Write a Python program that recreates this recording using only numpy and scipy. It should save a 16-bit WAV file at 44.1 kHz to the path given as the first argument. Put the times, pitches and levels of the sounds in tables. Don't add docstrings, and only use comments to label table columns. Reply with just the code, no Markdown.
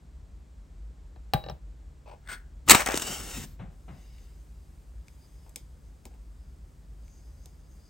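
import sys
import numpy as np
from scipy import signal
from scipy.fft import rfft, irfft, next_fast_len
from scipy.io import wavfile
from scipy.ndimage import uniform_filter1d, map_coordinates

SR = 44100
rng = np.random.default_rng(int(sys.argv[2]) if len(sys.argv) > 2 else 0)


def unload_wav(signal):
    wavfile.write(
        sys.argv[1],
        SR,
        np.round(np.clip(np.atleast_2d(signal).T, -1, 1) * 32767).astype(np.int16),
    )


N = 347949
T = np.arange(N) / SR

# pitch_hz, density_db
AIR_TONE = [(41, -29), (70, -6), (92, -18), (151, -18.5), (199, -25.5), (255, -28), (540, -37),
            (1020, -42.5), (2900, -51), (6270, -53), (7690, -50.5), (12700, -61), (13900, -72),
            (15900, -64)]
# pitch_hz, side_minus_mid_db
AIR_SIDE = [(60, -14.5), (110, -14.5), (200, -9), (380, -8), (700, -1.5), (1290, -2), (2380, -7),
            (4400, -13.5), (8120, -13), (15000, 4)]
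# pitch_hz, density_db
TOP_TONE = [(3530, -31.5), (6000, -4), (9200, -1.5), (10100, -18), (11000, -5.5), (12400, -5), (14000, -25),
            (15900, 3)]
# start_s, level_db
TOP_LEVEL = [(0, -93), (1.85, -92), (2.1, -74.5), (3.5, -81), (7.89, -78.5)]
HUM_HZ, HUM_WIDTH_HZ = 53, 17
HUM_START_DB, HUM_FADE_DB_PER_S, HUM_WAVER_DB, AIR_DB = -45, 0.54, -0.5, -65
ROOM_BALANCE_DB = 0.57

# pitch_hz, side_minus_mid_db
NEAR_SIDE = [(60, -18.5), (200, -16), (380, -7.5), (700, -6.5), (1290, -2.5), (2380, -10), (4400, -8),
             (8120, -8.5), (11000, 0.5), (15000, -3.5)]
# pitch_hz, left_minus_right_db
NEAR_BALANCE = [(60, 1.5), (110, 3), (700, 3.5), (1290, 5), (2380, 3), (4400, 1.5), (8120, 0), (15000, 0)]
ECHO_DB, ECHO_T60_S = -14.5, 0.23
# pitch_hz, width_hz, gain_db
TREBLE_DIPS = [(10190, 2000, -20), (13700, 450, -11.5)]
LOW_HZ, TOP_HZ = 24, 15850
# start_s, extra_path_ms, strength (share of direct)
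TABLE_ECHO = [(2.85, 1.1, .2), (3.05, 1.1, .5), (3.45, 1.08, .4), (3.9, 1.13, .75), (4.25, 1.1, .75),
              (4.6, .8, .75), (5.0, .61, .5), (7.89, .61, .4)]

# start_s, level_db, swell_s, t60_s
THUMPS = [(3.589, -42.5, 0.0055, 0.39), (3.878, -44, 0.0032, 0.42)]
# pitch_hz, density_db
THUMP_TONE = [(53, -68), (90, -1.5), (166, 5.5), (348, -19.5), (754, -14), (948, -21), (2090, -26),
              (4010, -38), (4770, -62.5), (6000, -46), (7800, -88)]

# start_s, level_db, ring_db, thud_db, darkness (dB per octave of the crack), rim_db;
# ring, thud and rim are relative to level_db
KNOCKS = [(1.16, -44, -16, -8, 3.5, -30), (1.336, -5.5, -12.5, -17, 0, -43), (1.4395, -43, 3, -8, 0.2, -24),
          (1.463, -35, -10.5, -9, 4.5, -17), (1.4865, -32.5, -4.5, -7, 1, -29),
          (1.4975, -25, -20, -16, 0.5, -12), (1.512, -51.5, 5, 9.5, 4, -40)]
# pitch_hz, density_db
CRACK_TONE = [(180, -10.5), (300, -6.5), (786, 0), (1350, -13.5), (3390, -15), (5600, -26.5), (6300, -35),
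              (8700, -19), (10300, -25), (11400, -21.5), (15900, -16)]
# pitch_hz, level_db, t60_s
POT_MODES = [(517, -21, 0.2), (617, -13.5, 0.14), (786, -6.5, 0.096), (819, -7.5, 0.13),
             (1177, -17.5, 0.11), (1580, -20, 0.11), (1770, -16, 0.069), (2850, -3, 0.0089),
             (3867, -25, 0.58), (4010, -1.5, 0.011), (4230, -7.5, 0.0087)]
# pitch_hz, level_db, t60_s
TIN_MODES = [(134, 4.5, 0.074), (155, -2.5, 0.15)]
RIM_HZ, RIM_T60_S = 5440, .013
REBOUND_S = .00175
SOFT_DB_PER_DB = .5
SETTLE_T60_S = 0.13

# start_s, length_s, first_db, last_db, bright_share (0-1)
SLIDES = [(2.06, 0.015, -53, -51.5, 0), (2.078, 0.014, -54, -48, 0.27), (2.094, 0.0073, -51, -44.5, 0),
          (2.113, 0.041, -45, -57.5, 0.16), (2.231, 0.069, -67.5, -59, 0.67),
          (2.274, 0.0021, -44, -36, 0.9), (2.288, 0.042, -44, -38, 1), (5.464, 0.044, -61.5, -67, 0.2),
          (6.109, 0.037, -64, -62, 0.16)]
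# pitch_hz, density_db
DULL_TONE = [(150, -59), (250, -29), (437, 0), (933, 1), (1390, -23), (1670, -38), (2500, -11), (3100, -24),
             (6000, -29), (7800, -66)]
# pitch_hz, density_db
BRIGHT_TONE = [(240, -42), (400, -16), (864, -23), (1250, -8), (1560, -15), (2500, -13.5), (3460, -14.5),
               (7590, -21.5), (8580, -6), (10200, -34), (15900, -21)]
# pitch_hz, level_db, t60_s
BOX_MODES = [(1480, 0, .05), (1650, -3, .04), (2110, -3, .045), (3440, -10, .025), (4400, -10, .02),
             (8320, -6, .015)]
BOX_DB = 3.5
SLIDE_ATTACK_S, SLIDE_T60_S = .003, 0.14

# start_s, level_db, swell_s, t60_s, darkness (dB per octave)
CATCHES = [(2.675, -18.5, 0.009, 0.066, 3), (2.6864, -8, .0004, .012, -1), (2.695, 9.5, 0.0024, 0.014, -1),
           (2.7038, 8, .004, .035, -1), (2.716, -4, .001, 0.036, 3), (2.725, -12.5, 0.0065, 0.081, 4),
           (2.7463, -2, .0015, .03, 2.5), (2.797, -18.5, .0008, .02, 1.5), (2.804, -16, .0015, .04, -1.5),
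           (2.817, -24, .002, .04, 2)]
# pitch_hz, density_db
STRIKE_TONE = [(35, -33.5), (60, -14.5), (249, -9), (502, -15.5), (1220, -2.5), (1610, -14), (2130, -4),
               (3570, -13.5), (3830, -8), (5560, -15.5), (8070, -5), (9960, -17.5), (12000, -15.5),
               (13800, -22), (15900, -13.5)]
# pitch_hz, level_db, t60_s
TABLE_MODES = [(62, -27, .2), (107, -29.5, .15)]
PUSH_S = 2.703

# start_s, rush_db
FLARE = [(2.688, -26), (2.76, -22.5), (2.82, -36.5), (2.855, -43), (2.88, -38.5), (3.15, -35), (3.19, -41),
         (3.33, -42.5), (3.39, -42), (3.45, -46), (3.468, -78)]
# pitch_hz, density_db
FLARE_TONE = [(150, -34.5), (250, -6.5), (1210, -12.5), (1520, -8.5), (2200, -15.5), (2750, -9),
              (4390, -15), (8360, -8.5), (10300, -15), (10800, -15), (12700, -24), (13600, -33.5),
              (14600, -18), (15900, -18)]
# start_s, level_db, darkness (dB per octave), puff_db
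SPITS = [(2.861, -12, 0, -46.5), (2.872, -15.5, 1, -54), (2.887, -18, 4, -32), (2.908, -21.5, 2.5, -44.5),
         (2.919, -18, 2, -43), (2.942, -15.5, 4, -22.5), (2.955, -21, -0.5, -46), (2.963, -21, -1.5, -47),
         (2.974, -13, 0, -53.5), (2.997, -20, 0.5, -58), (3.02, -20, -0.5, -37)]
# start_s, length_s, first_db, last_db
SPUTTERS = [(2.699, 0.11, -35.5, -30), (2.861, .075, -31.5, -35.5)]
# start_s, length_s, first_db, last_db
FLUTTERS = [(2.669, .03, -45, -41.5), (2.967, 0.17, -46, -45.5), (3.197, 0.19, -45.5, -44.5),
            (3.361, 0.025, -36.5, -40)]
SPIT_T60_S, SPUTTER_T60_S, FLUTTER_T60_S = 0.0154, .12, 0.35
PUFF_HZ, PUFF_FALL_S, PUFF_T60_S = 649.8, 0.0027, 0.039
PATCHY_DB, PATCHES_PER_S = 2.2, 10

# pitch_hz, density_db
FLAME_TONE = [(3200, -48), (4600, -5.5), (6500, -3.5), (9300, 5.5), (12000, -1.5), (15800, -5)]
HISS_DB, LOWER_HISS_DB, CUP_DB, FLAME_FROM_S = -75.5, -90.5, -83.5, 3.7
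# start_s, length_s, hiss_db, lower_hiss_db, cup_db
FLAME_SWELLS = [(3.964, 0.23, -79.5, -70.5, -74), (4.249, 0.59, -84, -88, -100),
                (5.1, 0.36, -78.5, -81, -78), (7.066, 0.44, -82, -91, -74), (7.72, .2, -81, -90, -78.5)]
SWELL_ATTACK_S, SWELL_T60_S = 0.1, 0.56
# pitch_hz, width_hz
CUP_BANDS = [(4950, 450), (6400, 750)]
CUP_WANDER = .012
# start_s, level_db, darkness (dB per octave), knock_db, hollow_hz
POPS = [(4.1842, -49.5, 5.5, -76, 6000), (5.0725, -54.5, 1, -83, 3600), (5.083, -41, 4.5, -71, 3310),
        (5.494, -49, -7.5, -71, 2986), (5.5598, -22, -2.5, -51.5, 3880), (6.0542, -34.5, -0.5, -48, 5430),
        (6.14, -54.5, 7.5, -63, 3998), (7.0808, -49.5, 5, -79, 3496), (7.4584, -37.5, -2, -60, 2606)]
# pitch_hz, density_db
POP_TONE = [(900, -27), (1400, -12), (1950, -11), (2250, 2), (2700, -4), (4340, -3.5), (6500, -2.5),
            (9190, -1.5), (11200, -7.5), (15900, -17.5)]


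def undb(db):
    return 10 ** (np.asarray(db) / 20)


def unit(x):
    return x / np.sqrt(np.mean(x ** 2))


def noise():
    return rng.standard_normal(N)


def gain_at(hz, tone):
    at, db = np.transpose(tone)
    return undb(np.interp(np.log(hz + 1), np.log(at), db))


def colour(x, tone, size=4096):
    cepstrum = irfft(np.log(gain_at(np.fft.rfftfreq(size, 1 / SR), tone)))
    cepstrum[1:size // 2] *= 2
    cepstrum[size // 2 + 1:] = 0
    impulse_response = irfft(np.exp(rfft(cepstrum)))
    return signal.oaconvolve(x, impulse_response)[:len(x)]


def hiss(tone):
    return unit(colour(noise(), tone))


def curve(table):
    rows = np.array(table)
    return undb(np.interp(T, rows[:, 0], rows[:, 1], -200, -200))


def walk(rate):
    k = int(SR / rate)
    steps = np.repeat(rng.standard_normal(N // k + 1), k)
    return unit(uniform_filter1d(steps, k)[:N])


def spell(s, length, first_db, last_db, attack, t60):
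    db = np.interp(T, [s, s + length], [first_db, last_db])
    db = db - 60 * np.maximum(T - s - length, 0) / t60
    return undb(db) * np.clip((T - s) / attack + 1, 0, 1) ** 2


def add(out, s, piece):
    i = int(s * SR)
    out[i:i + len(piece)] += piece[:len(out) - i]


def burst(source, s, db, swell, t60, dark_db=0.):
    t = np.arange(int((t60 + 4 * swell) * SR)) / SR
    shape = (1 - np.exp(-t / swell)) ** 2 * undb(-60 * t / t60)
    piece = source[int(s * SR):][:len(t)] * shape[:N - int(s * SR)] / shape.max()
    return undb(db) * colour(piece, [(375, 3 * dark_db), (12000, -2 * dark_db)], size=256)


def ring(modes):
    t = np.arange(SR // 2) / SR
    chance = rng.standard_normal(len(modes))
    return sum(undb(db + 0.45 * c - 60 * t / t60) * np.sin(2 * np.pi * hz * t)
               for (hz, db, t60), c in zip(modes, chance))


def room():
    hum = signal.lfilter(*signal.iirpeak(HUM_HZ, HUM_HZ / HUM_WIDTH_HZ, fs=SR), noise())
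    hum = unit(colour(hum, [(24, -25.0), (44, 3.0), (62, 0.5), (95, -21.0)]))
    hum = hum * undb(HUM_START_DB - HUM_FADE_DB_PER_S * T + HUM_WAVER_DB * walk(4.7))
    air = colour(noise(), AIR_TONE)
    side = colour(colour(noise(), AIR_TONE), AIR_SIDE)
    air_band = signal.sosfilt(signal.butter(4, (200, 1500), "band", fs=SR, output="sos"), air)
    gain = undb(AIR_DB) / air_band.std()
    top = curve(TOP_LEVEL) * np.array([hiss(TOP_TONE), hiss(TOP_TONE)])
    balance = undb([[ROOM_BALANCE_DB / 2], [-ROOM_BALANCE_DB / 2]])
    return (hum + gain * np.array([air + side, air - side]) + top) * balance


def place(near):
    t = np.arange(int(ECHO_T60_S * SR)) / SR
    tails = rng.standard_normal((2, len(t))) * undb(-60 * t / ECHO_T60_S) * (t > .006)
    tails = undb(ECHO_DB) * tails / np.linalg.norm(tails[0])
    early = rng.standard_normal(len(t)) * undb(-60 * t / .09)
    scattered = undb(-3.5) * signal.oaconvolve(near, early / np.linalg.norm(early))[:N]
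    size = next_fast_len(N)
    hz, spectrum = np.fft.rfftfreq(size, 1 / SR), rfft(near, size)
    side = gain_at(hz, NEAR_SIDE) * (.65j * spectrum + rfft(scattered, size))
    balance = np.sqrt(gain_at(hz, NEAR_BALANCE))
    dull = colour(near, [(500, 2.5), (10000, -8.0)])
    left = irfft(spectrum * balance + side, size)[:N] + signal.oaconvolve(dull, tails[0])[:N]
    right = irfft(spectrum / balance - side, size)[:N] + signal.oaconvolve(dull, tails[1])[:N]
    return np.array([left, right])


def thumps():
    out, body = np.zeros(N), hiss(THUMP_TONE)
    for s, db, swell, t60 in THUMPS:
        add(out, s, burst(body, s, db, swell, t60, 0.58))
        add(out, s, burst(body, s, db, swell, 0.3 * t60, -4.5))
    return out


def pot():
    out, rings, crack = np.zeros(N), np.zeros(N), hiss(CRACK_TONE)
    for s, db, ring_db, thud_db, dark_db, rim_db in KNOCKS:
        soft_db = SOFT_DB_PER_DB * db
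        mode_tilt = [(500, 1.2 * dark_db), (5700, -1.1 * dark_db), (6600, soft_db)]
        modes = undb(db + ring_db) * colour(ring(POT_MODES), mode_tilt, size=256)
        tick = burst(crack, s, db - 12.0, 0.0001 / undb(soft_db), 0.022, dark_db)
        add(out, s, colour(tick, [(5700, 0), (6600, soft_db)], size=256))
        add(out, s, burst(crack, s, db - 34.5, 0.0026, 0.24, dark_db + 1.5))
        add(rings, s, undb(db) * ring([(RIM_HZ, rim_db, RIM_T60_S)]))
        add(rings, s, modes)
        add(rings, s + REBOUND_S, (1 - undb(soft_db)) ** 2 * modes)
        rattle = burst(noise(), s, -39.0, 0.00087, 0.081)
        add(rings, s, signal.oaconvolve(modes, rattle))
        add(out, s + 0.01003, undb(db + thud_db) * ring(TIN_MODES))
    last = int(KNOCKS[-1][0] * SR)
    rings[last:] *= undb(-60 * T[:N - last] / SETTLE_T60_S)
    return out + rings


def slides():
    grain = unit(undb(2.8 * walk(200) + .8 * walk(45)))
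    dull, bright, out = hiss(DULL_TONE), hiss(BRIGHT_TONE), np.zeros(N)
    box = unit(signal.oaconvolve(noise(), ring(BOX_MODES))[:N])
    bright = unit(bright + undb(BOX_DB) * box)
    linger = hiss([(1100, -30.5), (1450, 0.5), (1600, -0.5), (2100, -9), (2500, -31)])
    for s, length, first_db, last_db, share in SLIDES:
        t60 = SLIDE_T60_S * min(length / 0.043, 1)
        rub = grain * (share * bright + (1 - share) * dull)
        out += spell(s, length, first_db, last_db, SLIDE_ATTACK_S, t60) * rub
        out += spell(s, length, first_db, last_db, 0.023, 2.2 * t60) * share * undb(-10.5) * linger
    return out


def off_table(x):
    s, ms, share = np.transpose(TABLE_ECHO)
    lag = np.interp(T, s, ms) * SR / 1000
    bounce = colour(x, [(1500, -14), (2500, 0), (8000, 0), (12000, -8)])
    delayed = map_coordinates(bounce, [np.arange(N) - lag * (1 + .02 * walk(7))], order=1)
    return unit(x + np.interp(T, s, share) * delayed)


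def strike():
    out, grit = np.zeros(N), hiss(STRIKE_TONE) * undb(1.5 * walk(700))
    for s, db, swell, t60, dark_db in CATCHES:
        add(out, s, burst(grit, s, db - 10.0, swell, t60, dark_db))
    add(out, PUSH_S, ring(TABLE_MODES))
    return out


def puff():
    t = np.arange(int(PUFF_T60_S * SR)) / SR
    hz = PUFF_HZ / (1 + t / PUFF_FALL_S)
    return np.sin(2 * np.pi * np.cumsum(hz) / SR) * undb(-60 * t / PUFF_T60_S)


def patchy(x):
    size = next_fast_len(N)
    hz, spectrum = np.fft.rfftfreq(size, 1 / SR), rfft(x, size)
    group = hz // 300 % 16
    return unit(sum(irfft(spectrum * (group == k), size)[:N] * undb(PATCHY_DB * walk(PATCHES_PER_S))
                    for k in range(16)))


def flare():
    crackle = noise() * undb(2 * np.minimum(rng.exponential(size=N), 5))
    gas = off_table(colour(crackle, FLARE_TONE))
    rush = patchy(gas) * undb(1.1 * walk(60) + .5 * walk(15))
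    sputter = hiss([(250, -20), (600, 0), (2400, -3), (4000, -25)])
    sputter = unit(sputter * undb(5 * np.tanh(walk(300))))
    flutter = hiss([(45, -2), (95, -4), (150, -1.0), (260, -7.0), (600, -29.5)]) * undb(2.5 * walk(25))
    out = curve(FLARE) * rush
    out += sum(spell(*row, .004, SPUTTER_T60_S) for row in SPUTTERS) * sputter
    out += sum(spell(*row, .015, FLUTTER_T60_S) for row in FLUTTERS) * flutter
    for s, db, dark_db, puff_db in SPITS:
        add(out, s, undb(puff_db) * puff())
        add(out, s, burst(gas, s, db - 10.0, 0.0003, SPIT_T60_S, dark_db))
    return out


def whistle(hz, width_hz):
    slow = signal.lfilter(*signal.butter(2, width_hz / SR), noise() + 1j * noise())
    phase = 2 * np.pi * np.cumsum(hz * (1 + CUP_WANDER * walk(14.0))) / SR
    return unit((slow * np.exp(1j * phase)).real) * undb(3.1 * walk(19))


def click(db, dark_db, hollow_hz):
    tick = np.zeros(1024)
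    tick[0] = 1
    tick = colour(tick, POP_TONE, size=512)
    tick = colour(tick, [(375, 3 * dark_db), (12000, -2 * dark_db)], size=256)
    tick = tick - .95 * signal.lfilter(*signal.iirpeak(hollow_hz, 3.5, fs=SR), tick)
    return undb(db) * tick / np.abs(tick).max()


def flame():
    lower = hiss([(1200, -19.0), (2000, 6.5), (4300, 1.5), (5800, -8)])
    cup = unit(sum(whistle(*band) for band in CUP_BANDS))
    gains = np.outer(undb([HISS_DB, LOWER_HISS_DB, CUP_DB]), T > FLAME_FROM_S)
    for s, length, *db in FLAME_SWELLS:
        gains += np.outer(undb(db), spell(s, length, 0, 0, SWELL_ATTACK_S, SWELL_T60_S))
    out = gains[0] * off_table(hiss(FLAME_TONE)) + gains[1] * off_table(lower)
    out = out * undb(0.6 * walk(9.6)) + gains[2] * cup
    snap = off_table(hiss(POP_TONE))
    knock = hiss([(120, -4.5), (290, 0.5), (600, -5.5), (850, -3.5), (1300, -25.0)])
    for s, db, dark_db, knock_db, hollow_hz in POPS:
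        add(out, s, click(db + 5, dark_db, hollow_hz))
        add(out, s, burst(snap, s, db - 15, .0007, .01, dark_db))
        add(out, s, burst(snap, s, db - 35, 0.0035, 0.21, dark_db + 1.0))
        add(out, s, burst(knock, s, knock_db, 0.0019, 0.091))
    return out


def scene():
    near = thumps() + pot() + slides() + strike() + flare() + flame()
    return room() + place(near)


def record(dry):
    for hz, width_hz, db in TREBLE_DIPS:
        dry = dry - (1 - undb(db)) * signal.lfilter(*signal.iirpeak(hz, hz / width_hz, fs=SR), dry)
    dry = signal.sosfilt(signal.butter(3, LOW_HZ, "high", fs=SR, output="sos"), dry)
    clipped = np.clip(dry, -.9, .9)
    return signal.sosfilt(signal.ellip(12, .2, 80, TOP_HZ, fs=SR, output="sos"), clipped)


dry = scene()
out = record(dry)
unload_wav(out)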